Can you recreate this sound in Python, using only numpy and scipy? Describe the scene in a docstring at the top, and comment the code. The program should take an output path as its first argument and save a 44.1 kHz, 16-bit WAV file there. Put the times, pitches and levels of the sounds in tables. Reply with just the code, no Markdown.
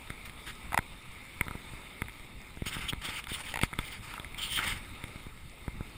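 """Storm surf floods a beach in strong wind, heard from inside a hand-held camera's sealed plastic case.
The wash comes through the ringing case as a dull hiss, and gusts rumble on it.
Close by, knocks ring the case, a wet grip swishes and squeaks over it,
and its mount slips in two short runs of creaks."""
import sys
import numpy as np
from scipy import signal
from scipy.fft import rfft, irfft, next_fast_len
from scipy.io import wavfile
from scipy.ndimage import uniform_filter1d, map_coordinates

SR = 44100
rng = np.random.default_rng(int(sys.argv[2]) if len(sys.argv) > 2 else 0)


def output_pcm(signal):
    """Save a mono or channel-first signal as 16-bit PCM at the path in sys.argv[1].

    Samples are clipped to [-1, 1] before scaling.
    """
    pcm = np.clip(np.atleast_2d(signal).T, -1, 1) * 32767
    wavfile.write(sys.argv[1], SR, np.round(pcm).astype(np.int16))


N = 263263


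def amp(db):
    """Decibels to gain."""
    return 10 ** (np.asarray(db) / 20)


def unit(x):
    """Scale to rms 1."""
    return x / np.sqrt(np.mean(x ** 2) + 1e-20)


def burst(x):
    """Scale to the energy of 10 ms at rms 1."""
    return x * np.sqrt(SR / 100 / (np.sum(x ** 2) + 1e-20))


def curve(points):
    """(seconds, value) points to one value per sample."""
    times_s, values = np.transpose(points)
    return np.interp(np.arange(N) / SR, times_s, values)


def wobble(rate_hz):
    """Smooth random curve with knots at rate_hz."""
    knots = rng.standard_normal(int(N * rate_hz / SR) + 4)
    return map_coordinates(knots, [np.arange(N) * rate_hz / SR])


def patchy(depth_db):
    """Noise whose gain drifts in patches of time and frequency; rms 1."""
    spectra = signal.stft(rng.standard_normal(N), nperseg=512)[2]
    patches = uniform_filter1d(rng.standard_normal(spectra.shape), size=6, axis=0)
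    patches = unit(uniform_filter1d(patches, size=12, axis=1))
    return unit(signal.istft(spectra * amp(depth_db * patches), nperseg=512)[1][:N])


def grains(rate_hz, spread_db):
    """Random impulses of uneven size; rms 1."""
    impulses = (rng.random(N) < rate_hz / SR) * rng.choice([-1, 1], N)
    return unit(impulses * amp(spread_db * np.clip(rng.standard_normal(N), -2, 2)))


def filtered(x, response):
    """Zero-phase filter with gain response(hz)."""
    size = next_fast_len(N + SR // 2)
    return irfft(rfft(x, size) * response(np.fft.rfftfreq(size, 1 / SR)), size)[:N]


def through_case(x, spectrum):
    """Colour x by (Hz, dB) points and by the case's resonances; rms 1."""
    # Case resonances and notches. Each row: centre in Hz, width in Hz, lift in dB.
    resonances = [(897, 107, 4.5), (1274, 144, 6), (2140, 310, 7.5), (3654, 335, 10), (5990, 470, -7),
                  (8410, 430, 10.5), (9770, 560, 11.5), (11980, 1230, -15), (14270, 400, 10)]
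    points_hz, points_db = np.transpose(spectrum)

    def response(hz):
        source_db = np.interp(np.log(hz + 1), np.log(points_hz + 1), points_db)
        case_db = sum(db / (1 + (2 * (hz - centre) / width) ** 2) for centre, width, db in resonances)
        return amp(source_db + case_db)
    return unit(filtered(x, response))


def flood():
    """Surf and shallow ripples merge into a wash; flecks of spray tick on the case."""
    # Slow surge. Each row: time in seconds, level in dB.
    surge = [(0, -50), (.6, -49.5), (.95, -51), (1.7, -49), (2.3, -52), (3.7, -51.5), (4.95, -48.5),
             (5.4, -52.5), (5.97, -51)]
    # Spectra of wash and spray. Each row: frequency in Hz, relative density in dB.
    water_spectrum = [(80, -2.5), (200, 3.5), (400, 0), (700, -3), (1250, -2), (1550, -6), (2400, 1.5),
                      (3000, -5), (4200, -10), (5200, -13), (6000, -21), (7100, -15), (9500, -16),
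                      (15000, -17)]
    spray_spectrum = [(1500, -36), (4500, 8), (7500, 8), (10000, -36), (15000, -25)]
    foam = patchy(depth_db=2) + 0.37 * grains(rate_hz=400, spread_db=8)
    swell = amp(curve(surge) + 0.5 * wobble(rate_hz=9))
    spray = amp(-78) * through_case(grains(rate_hz=4, spread_db=3), spray_spectrum)
    return swell * through_case(foam, water_spectrum) + spray


def wind():
    """Gusts press on the case in uneven lumps."""
    # Strength of the low rumble; besides the gusts it swells near 2.8 s, where the grip's slide shakes the
    # case. Each row: time in seconds, relative level in dB.
    strength = [(0.0, -51), (1.18, -51.5), (1.48, -49), (2.48, -53), (2.79, -45.5), (3.21, -52),
                (4.51, -51), (4.82, -45.5), (5.2, -53), (5.97, -47)]
    # Rumble spectrum. Each row: frequency in Hz, relative density in dB.
    rumble_spectrum = [(15, -1), (28, -2.5), (50, -1.5), (110, -7), (200, -14), (350, -20.5), (600, -41),
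                       (3000, -90)]
    buffet_db = 1.5
    lumps = amp(wobble(rate_hz=8) + 1.8 * wobble(rate_hz=35))
    rumble = through_case(patchy(depth_db=2.5), rumble_spectrum)
    return amp(curve(strength) + buffet_db) * unit(lumps * rumble)


def blows(events, modes, thump_hz, thump_t60_s, contact_s, chatter_db, chatter_t60_s):
    """Each blow thumps the whole case and rings its wall and lid, which shake the small parts."""
    # Bands radiated by wall, lid and small parts. Each row: low edge in Hz, high edge in Hz.
    bands_hz = [(680, 1550), (1550, 3800), (7000, 15400)]
    bandpasses = [signal.butter(3, edges, "bandpass", fs=SR, output="sos") for edges in bands_hz]
    lowpass = signal.butter(2, 650, fs=SR, output="sos")
    mode_hz, mode_db, t60_s = np.transpose(modes)[:, :, None]
    out, t = np.zeros(N + SR), np.arange(SR // 12) / SR
    for start_s, thump_db, wall_db, lid_db in events:
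        detuned_hz = mode_hz * (1 + 0.012 * rng.standard_normal(mode_hz.shape))
        struck_db = mode_db + 2 * rng.standard_normal(mode_hz.shape)
        rings = amp(struck_db - 60 * t / t60_s) * np.cos(2 * np.pi * detuned_hz * t)
        force = amp(chatter_db - 60 * t / chatter_t60_s) * rng.standard_normal(len(t))
        force[0] = 1  # first touch, then chatter
        flex_envelope = (1 - np.exp(-t / contact_s)) * amp(-60 * t / thump_t60_s)
        flex = flex_envelope * np.sin(2 * np.pi * thump_hz * amp(rng.normal()) * t)
        trapped_air = np.diff(flex, prepend=0)  # follows the wall's speed
        hit = amp(thump_db) * burst(signal.sosfilt(lowpass, trapped_air))
        small_parts_gain = np.hypot(amp(wall_db - 15), amp(lid_db - 10.5))
        gains = amp(wall_db), amp(lid_db), small_parts_gain
        for (low_hz, high_hz), bandpass, gain in zip(bands_hz, bandpasses, gains):
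            part_ring = np.sum(rings * ((mode_hz >= low_hz) & (mode_hz < high_hz)), axis=0)
            driven = signal.fftconvolve(part_ring, force)[:len(t)]
            hit += gain * burst(signal.sosfilt(bandpass, driven))
        out[round(start_s * SR):][:len(t)] += hit
    return out[:N]


def sway(events, sway_hz, t60_s):
    """After a push the whole camera swings back in the hand."""
    out, t = np.zeros(N + SR), np.arange(SR // 6) / SR
    swing = burst(np.sin(2 * np.pi * sway_hz * t) * amp(-60 * t / t60_s))
    for start_s, thump_db, *_ in events:
        out[round(start_s * SR):][:len(t)] -= amp(thump_db) * swing
    return out[:N]


def knocks():
    """Knocks ring the plastic shell and set the camera swaying."""
    # Knocks on the case. Each row: start in seconds, thump in dB, wall in dB, lid in dB.
    hits = [(0.1028, -38.5, -45.5, -41), (0.2965, -65, -69, -46), (0.789, -30.5, -34, -34.5),
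            (1.4105, -31, -36, -26.5), (1.467, -42, -47, -68), (1.482, -39.5, -42, -44),
            (1.51, -39, -40.5, -62), (1.5525, -37.2, -49.8, -64), (1.7352, -43.5, -60, -64),
            (2.0192, -33, -39, -34.5), (2.084, -49, -55, -45.4), (2.0955, -54, -69, -49),
            (2.572, -42.5, -53.5, -71), (2.621, -30.5, -59, -48), (2.666, -38, -67, -55),
            (2.767, -38, -43, -60), (2.792, -45, -66, -65), (2.926, -41.5, -44, -50),
            (2.933, -33.5, -43, -39.5), (3.0875, -39.5, -60, -55), (3.2407, -50.5, -68, -47.5),
            (3.2702, -58, -46, -44.5), (3.318, -38, -62, -59), (3.6338, -24, -31, -27),
            (3.7298, -41.5, -41, -56), (3.736, -50, -50, -40), (3.789, -31, -36.5, -33.5),
            (4.139, -60, -43.5, -46), (4.1787, -52, -41, -59), (4.198, -41, -50, -43.5),
            (4.246, -55, -52, -42.5), (4.3455, -60, -59, -43.5), (4.59, -43, -32.5, -38),
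            (5.0395, -37.5, -50, -41.5), (5.1585, -42.5, -57, -56), (5.267, -40.5, -58, -68),
            (5.68, -32.5, -45.5, -50), (5.808, -34, -49, -75)]
    # Shell modes. Each row: frequency in Hz, relative level in dB, T60 in seconds.
    shell_modes = [(975, 0, 0.03), (1302, 8.5, .016), (1540, 2, 0.013), (1900, -3, 0.0053),
                   (2127, 1, 0.015), (3240, -13, 0.016), (3500, -13, 0.023), (8520, 3.5, 0.012),
                   (9920, 9.5, 0.013), (11000, -4, 0.0091), (13400, 4, .005), (14000, 7, 0.0078)]
    struck = blows(hits, shell_modes, thump_hz=82.4, thump_t60_s=0.02, contact_s=0.00065,
                   chatter_db=-12, chatter_t60_s=0.004)
    return struck + amp(-8.5) * sway(hits, sway_hz=32, t60_s=0.1)


def stroke_gains():
    """Drag and hiss gains: each stroke starts fast, presses a little harder and lets go."""
    # Grip strokes. Each row: start in seconds, length in seconds, level in dB, hiss re drag in dB.
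    strokes = [(0.253, 0.014, -49, -3), (0.461, 0.048, -45.5, -7.5), (2.659, 0.03, -42, -2.5),
               (2.708, 0.18, -42.5, -13), (3.016, 0.18, -41.5, -10), (3.282, 0.13, -44.5, -7.5),
               (3.435, 0.088, -44.5, -7.5), (3.624, 0.016, -36.5, -7), (3.782, 0.19, -48, -8.5),
               (4.022, 0.14, -48.5, -7.5), (4.378, 0.4, -46.5, -8.5), (4.574, 0.078, -34, -15),
               (4.641, 0.078, -38, -8), (4.706, 0.051, -44, -13)]
    attack_s, release_s, swell_db_per_s = 0.0077, 0.013, 6.5
    gains, t = np.zeros((2, N)), np.arange(N) / SR
    for start_s, length_s, level_db, hiss_db in strokes:
        age_s = t - start_s
        attack = np.clip(age_s / attack_s + 0.5, 0, 1)
        hold = amp(level_db + swell_db_per_s * np.clip(age_s, 0, length_s))
        release = np.exp(-np.maximum(age_s - length_s, 0) / release_s)
        gains = np.hypot(gains, np.outer([1, amp(hiss_db)], attack * hold * release))
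    return gains


def catch_gain():
    """Wet skin catches; each squeak swells and fades as a bell curve."""
    # Squeaks. Each row: middle in seconds, width at half height in seconds, peak level in dB.
    squeaks = [(2.678, 0.028, -36.5), (2.74, 0.029, -41), (2.897, .019, -31), (3.065, 0.021, -39),
               (3.168, 0.026, -39.5), (3.243, 0.0027, -34.5), (3.337, .055, -37), (3.486, 0.052, -43),
               (3.869, 0.044, -43.5), (3.928, 0.018, -41.5), (4.388, .016, -38), (4.442, 0.047, -32),
               (4.546, 0.082, -29.5), (4.683, 0.055, -36)]
    t = np.arange(N) / SR
    return sum(amp(db) * 0.5 ** ((2 * (t - middle_s) / width_s) ** 2)
               for middle_s, width_s, db in squeaks)


def grip():
    """Countless tiny slips of a wet grip make a low drag, a hoarse squeak and a hiss."""
    # Friction spectra. Each row: frequency in Hz, relative density in dB.
    drag_spectrum = [(100, 2), (300, -8.5), (680, -12.5), (850, -6), (1100, -3.5), (1600, -1), (2000, -1),
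                     (2450, 0.5), (3000, -2.5), (5000, -26.5)]
    squeak_spectrum = [(1500, -50), (2450, -17), (2850, -3), (3170, 2), (3480, -10), (4300, -28),
                       (8200, -42), (9050, -9), (9800, -42), (14400, -45), (15200, -9)]
    hiss_spectrum = [(2500, -72), (3800, -8), (4400, 5), (5300, 3.5), (6000, -5.5), (7000, 2.5),
                     (8300, -4.5), (9050, 3.5), (10000, -7), (10800, -1.5), (12000, -42), (13300, -4.5),
                     (14300, -3), (15200, -9.5)]
    judder_db, squeak_hiss_db = 2, -12

    def friction(spectrum):
        slips = patchy(depth_db=3.5) + 0.61 * grains(rate_hz=1500, spread_db=2.5)
        return through_case(slips, spectrum)

    drag_gain, hiss_gain = stroke_gains()
    squeak_gain = catch_gain()
    judder = amp(judder_db * wobble(rate_hz=69.56))  # uneven stick and release
    drag = drag_gain * friction(drag_spectrum)
    squeak = squeak_gain * friction(squeak_spectrum)
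    hiss = np.hypot(amp(squeak_hiss_db) * squeak_gain, hiss_gain) * friction(hiss_spectrum)
    return judder * (drag + squeak + hiss)


def cracks(slips, t60_s):
    """Each slip starts with a dry, broad snap that scales with the lid's ring."""
    # Snap spectrum. Each row: frequency in Hz, relative density in dB.
    snap_spectrum = [(200, -22), (550, 22), (900, 18.5), (2500, -18), (5000, 8.5), (8000, -49), (15000, -5)]
    out, t = np.zeros(N + SR), np.arange(SR // 50) / SR
    for start_s, _, _, lid_db in slips:
        snap = burst(amp(-60 * t / t60_s) * rng.standard_normal(len(t)))
        out[round(start_s * SR):][:len(t)] += amp(lid_db) * snap
    return np.std(out[:N]) * through_case(out[:N], snap_spectrum)


def creak():
    """The mount slips in two quick runs; each slip snaps and rings it."""
    # Slips of the mount. Each row: start in seconds, thump in dB, wall in dB, lid in dB.
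    slips = [(0.7212, -44, -39, -47), (0.7304, -57, -35.5, -42), (0.744, -37.5, -30, -33),
             (0.7761, -57, -26.5, -27), (3.5407, -51, -53, -35.5), (3.558, -45, -39, -36),
             (3.5724, -43, -41, -38), (3.5907, -58, -41, -38.5), (3.6142, -40, -59, -34)]
    # Mount modes. Each row: frequency in Hz, relative level in dB, T60 in seconds.
    mount_modes = [(660, -12, .012), (740, -1, 0.01), (855, 15, 0.013), (920, 15, 0.013), (1280, 8, 0.015),
                   (1480, -6, 0.0044), (2000, 3, .016), (2330, 10, 0.0042), (2630, -12.5, 0.03),
                   (3200, -14, 0.0056), (3610, -11, .01), (7000, 6, .005), (8150, -2, 0.0048),
                   (9100, 1, .005), (9800, 5, 0.0059), (10600, 5, 0.0049), (13300, 1, .005),
                   (14200, 0.5, 0.0056)]
    struck = blows(slips, mount_modes, thump_hz=69.6, thump_t60_s=0.024, contact_s=0.00026,
                   chatter_db=-17, chatter_t60_s=0.018)
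    return struck + amp(-5.5) * cracks(slips, t60_s=0.019)


def scene():
    """Handling on the case, wind and water outside; mono."""
    return (knocks() + creak() + wind() + flood() + grip())[None]


def record(dry):
    """The camera cuts off steeply at its band limit."""
    limit_hz = 15400
    return filtered(dry[0], lambda hz: 1 / np.sqrt(1 + (hz / limit_hz) ** 160))[None]


dry = scene()
out = record(dry)
output_pcm(out)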